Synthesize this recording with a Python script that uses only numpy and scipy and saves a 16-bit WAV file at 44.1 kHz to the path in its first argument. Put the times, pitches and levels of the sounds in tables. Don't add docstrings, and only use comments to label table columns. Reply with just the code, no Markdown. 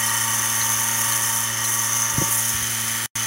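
import sys
import numpy as np
from scipy import signal
from scipy.fft import rfft, irfft
from scipy.io import wavfile

SR = 44100
rng = np.random.default_rng(int(sys.argv[2]) if len(sys.argv) > 2 else 0)


def put_to_file(sound):
    columns = np.atleast_2d(sound).T
    safe = np.clip(columns, -1, 1)
    whole_steps = np.round(safe * 32767)
    wavfile.write(sys.argv[1], SR, whole_steps.astype(np.int16))


N = 143766
T = np.arange(N) / SR
HZ = np.fft.rfftfreq(N, 1 / SR)

# (time [s], relative level [dB], pitch [Hz], decay [s])
BUMPS = [(2.115, -37, 150, .012), (2.13, -34, 62, .025), (2.181, -14, 135, .014), (2.179, -20, 280, .007),
         (2.18, -31, 680, .008), (2.215, -16, 320, .007), (2.219, -19, 170, .01), (2.213, -23, 550, .008),
         (2.287, -30, 370, .007), (2.535, -32, 62, .03), (2.548, -28, 80, .012), (2.61, -38, 66, .045),
         (2.608, -42, 170, .02)]
# (time [s], level [dB], pitch [Hz])
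TICKS = [(.085, -34, 4200), (.612, -29, 4220), (1.12, -32, 4150), (1.646, -34, 4100), (2.155, -41, 4250)]
# (frequency [Hz], width [Hz], relative level [dB])
RATTLE_MODES = [(917, 36.4, 2.5), (1153, 130, -2.5), (1888, 82, 4), (3050, 69, 3.5)]
# (time [s], relative level [dB])
RATTLE_LEVEL = [(0, 3.5), (.85, 1.5), (1.55, 0), (1.85, 0), (2.2, -1.5), (2.5, -7.5), (3.0, -3), (3.26, -4)]
# (frequency [Hz], relative level [dB])
HOUSING_FRONT = [(20, -46), (40, -17), (60, -7), (85, -10), (200, -15), (350, -8), (460, -16.5),
                 (560, -10.5), (700, -8.5), (820, -4.5), (910, 1.5), (1020, -11.5), (1190, -2),
                 (1500, -0.5), (1870, 1.5), (1980, -7), (2200, -0.5), (2480, -6.5), (2850, -3), (3010, -2),
                 (3300, -5.5), (3560, -1.5), (3850, -12), (4250, -12.5), (4600, -4), (4950, -13),
                 (6000, -17), (12000, -41)]
# (frequency [Hz], relative level [dB])
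HOUSING_ABOVE = [(20, -51), (60, -8), (150, -10.5), (350, -7.5), (460, -15.5), (720, -7), (900, -3.5),
                 (1020, -19), (1250, 1.5), (1650, 1), (1880, 1.5), (2480, -0.5), (2850, -8), (3010, 6.5),
                 (3300, 0), (3850, -5.5), (4600, -5), (5000, -4), (6000, -18), (12000, -36)]
# (time [s], relative level [dB])
HOUSING_LEVEL = [(0, -0.5), (1.0, .5), (1.55, -2.5), (1.9, -1), (2.2, -1.5), (2.38, -2), (2.65, -1),
                 (3.0, -1), (3.26, -0.5)]
# (frequency [Hz], width [Hz], relative level [dB])
RING_MODES = [(5358, 154, -5), (5884, 122, 1), (6160, 148, 4), (6626, 192, 0)]
# (time [s], relative level [dB])
RING_LEVEL = [(0, -23.5), (.5, -22.5), (.9, -22.5), (1.3, -23), (1.5, -25), (1.62, -23.5), (1.76, -22.5),
              (2.08, -21), (2.15, -27.5), (2.23, -19.5), (2.35, -25.5), (2.45, -22), (2.58, -23.5),
              (2.7, -25.5), (2.92, -25.5), (3.04, -28.5)]
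# (frequency [Hz], width [Hz], relative level [dB])
SIZZLE_MODES = [(7320, 130, -2.5), (7400, 900, -6.5), (8470, 110, -6), (8850, 600, -9), (9340, 150, 2),
                (9630, 180, 1.5), (9980, 190, 2.5), (10700, 200, -3), (11200, 550, -8), (12000, 900, -7),
                (13120, 300, -7), (13750, 650, -8.2), (14520, 200, -4), (15400, 900, -7.8)]
# (time [s], relative level [dB])
SIZZLE_LEVEL = [(0, -24), (.6, -24.5), (1.35, -23.5), (1.47, -26), (1.55, -29.5), (1.72, -23.5),
                (1.84, -23.5), (1.9, -26.5), (1.99, -25.5), (2.08, -28.5), (2.18, -27), (2.27, -24.5),
                (2.33, -20), (2.45, -24.5), (2.66, -26.5), (2.8, -26), (2.97, -25.5), (3.04, -26)]
EXHAUST_ORDERS = [20, 24, 32, 33, 35, 37, 40, 42, 49, 55]
EXHAUST_DB = [-50, -63, -40.5, -45.5, -52.5, -51, -39.5, -43.5, -46.5, -65]
# (time [s], relative level [dB])
EXHAUST_LEVEL = [(0, 0.5), (.65, 0), (1.2, 0.5), (1.55, -2), (2.15, 1.5), (2.4, -2), (2.65, -9),
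                 (3.0, -7.5), (3.26, -7.5)]
HUM_ORDERS = [2, 4, 8, 11, 13, 16, 19, 47, 61, 63, 67, 74, 100]
HUM_DB = [-60, -38, -44, -57.5, -53, -63, -57, -52.5, -49, -45, -45, -47.5, -50]

SHAFT_HZ, VANES = 28.465, 4
SPEED_WANDER = 0.00062
HUM_WAVER, EXHAUST_WAVER = 0.63, 0.37
WAVER_FULL_HZ = 900

HOUSING_REPEAT, HOUSING_PULSE = 0.3, 0.33
HOUSING_FRONT_DB, HOUSING_ABOVE_DB = -31.5, -30
CARRY_START_S, CARRY_END_S = 2.2, 2.6

CHATTER_PER_S, CHATTER_SPREAD_DB = 2200, 3
CHATTER_SHARE = 0.31
VANE_PULSE, SHAFT_PULSE = 0.17, 0.13
FLUTTER_DB = 0.82
RING_DB, SIZZLE_DB = -4, -1
RING_END_DB, SIZZLE_END_DB = -24.5, -27.5

RATTLE_PER_S, RATTLE_SPREAD_DB = 350, 4
RATTLE_DB = -35
TICK_WIDTH_HZ, TICK_RISE_S = 260, 0.005
BUMP_RISE_S, BUMP_LOW_HZ = 0.002, 35
BUMP_ROUGH = 0.2
BUMP_DB = 1.5

BARN_T60_S, BARN_DB = 0.12, -10
BARN_SWELL_HZ = 1.394
CUT_START_S, CUT_END_S = 3.0603, 3.1545
CUT_TAIL_DB, CUT_TAIL_S = -18, 0.0074
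EDGE_HZ = 15830


def amp(db):
    return 10 ** (np.asarray(db) / 20)


def unit(x):
    return x / np.sqrt(np.mean(x ** 2) + 1e-20)


def level(points):
    return amp(np.interp(T, *np.transpose(points)))


def add(mix, s, sound):
    part = mix[round(s * SR):][:len(sound)]
    part += sound[:len(part)]


def power_mix(first, second, share):
    return np.sqrt(share) * first + np.sqrt(1 - share) * second


def drift(rate_hz):
    noise = rfft(rng.standard_normal(N))
    return unit(irfft(noise * np.exp(-(HZ / rate_hz) ** 2) * (HZ > 0), N))


def colour(x, gain):
    cepstrum = irfft(np.log(np.maximum(gain, 1e-5)), N)
    cepstrum[1:N // 2] *= 2
    cepstrum[N // 2:] = 0
    return irfft(rfft(x) * np.exp(rfft(cepstrum)), N)


def resonances(modes):
    power = 0
    for hz, width, db in modes:
        power = power + amp(db) ** 2 / (1 + ((HZ - hz) / width) ** 2 / 2) ** 4
    return np.sqrt(power)


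def spectrum(points):
    hz, db = np.transpose(points)
    return amp(np.interp(np.log(HZ + 1), np.log(hz), db))


def impacts(per_s, spread_db, cap):
    struck = rng.random(N) < per_s / SR
    strength = amp(spread_db * np.minimum(rng.exponential(1, N), cap))
    return struck * rng.choice([-1, 1], N) * strength


def barn(x):
    t, wet = T[:SR // 2], np.zeros(N)
    for phase in np.arange(3) / 3:
        reflections = rng.standard_normal(len(t)) * (rng.random(len(t)) < 0.05)
        tail = reflections * amp(-60 * t / BARN_T60_S)
        reverb = signal.fftconvolve(x, tail / np.linalg.norm(tail))[:N]
        wet += np.cos(np.pi * (BARN_SWELL_HZ * T + phase)) * reverb
    return x + amp(BARN_DB) * wet


def bumps():
    out, t = np.zeros(N), T[:SR // 4]
    for s, db, hz, decay in BUMPS:
        swing = -np.sin(2 * np.pi * hz * t) + BUMP_ROUGH * drift(rate_hz=2 * hz)[:len(t)]
        envelope = np.minimum(t / BUMP_RISE_S, 1) * np.exp(-t / decay)
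        add(out, s, amp(db) * envelope * swing)
    highpass = signal.butter(4, BUMP_LOW_HZ, "highpass", fs=SR, output="sos")
    return amp(BUMP_DB) * signal.sosfilt(highpass, out)


def pulsator():
    out, u = np.zeros(N), T[:SR // 10] / TICK_RISE_S
    envelope = u * np.exp(1 - u)
    for s, db, hz in TICKS:
        band = resonances([(hz, TICK_WIDTH_HZ, 0)])
        air = unit(colour(rng.standard_normal(N), band))
        add(out, s, amp(db) * envelope * air[:len(u)])
    return out


def rattle():
    taps = barn(impacts(RATTLE_PER_S, RATTLE_SPREAD_DB, cap=3))
    return amp(RATTLE_DB) * unit(colour(taps, resonances(RATTLE_MODES))) * level(RATTLE_LEVEL)


def housing(turns):
    size = 256
    weak = ~np.isin(np.arange(size), [0, *HUM_ORDERS, *EXHAUST_ORDERS])
    one_turn = irfft(weak * np.exp(2j * np.pi * rng.random(size)), size * 64)
    position = np.arange(len(one_turn)) / len(one_turn)
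    buzz = unit(np.interp(turns, position, one_turn, period=1))
    noise = rfft(rng.standard_normal(N))
    air = unit(irfft(noise * (HZ < SHAFT_HZ * size), N))
    air *= 1 + HOUSING_PULSE * np.cos(2 * np.pi * VANES * turns)
    drive = power_mix(buzz, air, HOUSING_REPEAT)
    front = amp(HOUSING_FRONT_DB) * unit(colour(drive, spectrum(HOUSING_FRONT)))
    above = amp(HOUSING_ABOVE_DB) * unit(colour(drive, spectrum(HOUSING_ABOVE)))
    carried = np.interp(T, [CARRY_START_S, CARRY_END_S], [0, 1])
    return (front + carried * (above - front)) * level(HOUSING_LEVEL)


def vanes(turns):
    hits = unit(impacts(CHATTER_PER_S, CHATTER_SPREAD_DB, cap=5))
    rubbing = rng.standard_normal(N)
    vane_pulse = VANE_PULSE * np.cos(2 * np.pi * VANES * turns)
    shaft_pulse = SHAFT_PULSE * np.cos(2 * np.pi * turns)
    flutter = amp(FLUTTER_DB * drift(rate_hz=26))
    drive = power_mix(hits, rubbing, CHATTER_SHARE) * (1 + vane_pulse + shaft_pulse) * flutter
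    drive = barn(drive)
    ring_level = level([*RING_LEVEL, (CUT_END_S, RING_END_DB)])
    sizzle_level = level([*SIZZLE_LEVEL, (CUT_END_S, SIZZLE_END_DB)])
    ring = unit(colour(drive, resonances(RING_MODES))) * ring_level
    sizzle = unit(colour(drive, resonances(SIZZLE_MODES))) * sizzle_level
    return amp(RING_DB) * ring + amp(SIZZLE_DB) * sizzle


def tones(turns, orders, levels_db, waver):
    out = np.zeros(N)
    for k, db in zip(orders, levels_db):
        depth = waver * min(k * SHAFT_HZ / WAVER_FULL_HZ, 1)
        wobble = 1 + depth * (drift(rate_hz=8.1) + 1j * drift(rate_hz=6.2))
        rotation = np.exp(2j * np.pi * (k * turns + rng.random()))
        out += np.sqrt(2) * amp(db) * (wobble * rotation).real
    return out


def exhaust(turns):
    return tones(turns, EXHAUST_ORDERS, EXHAUST_DB, EXHAUST_WAVER) * level(EXHAUST_LEVEL)


def hum(turns):
    return tones(turns, HUM_ORDERS, HUM_DB, HUM_WAVER)


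def scene():
    speed = SHAFT_HZ * (1 + SPEED_WANDER * drift(rate_hz=5.6))
    turns = np.cumsum(speed) / SR
    background = bumps() + pulsator() + rattle()
    pump = housing(turns) + vanes(turns) + exhaust(turns) + hum(turns)
    mono = background + pump
    return np.array([mono, mono])


def record(dry):
    live = (T < CUT_START_S) | (T > CUT_END_S)
    tail = amp(CUT_TAIL_DB) * np.exp(-abs(T - CUT_START_S) / CUT_TAIL_S)
    gate = np.where(live, 1, tail)
    lowpass = signal.firwin(1023, EDGE_HZ, window=("kaiser", 9), fs=SR)
    return signal.oaconvolve(dry * gate, lowpass[None], "same")


dry = scene()
out = record(dry)
put_to_file(out)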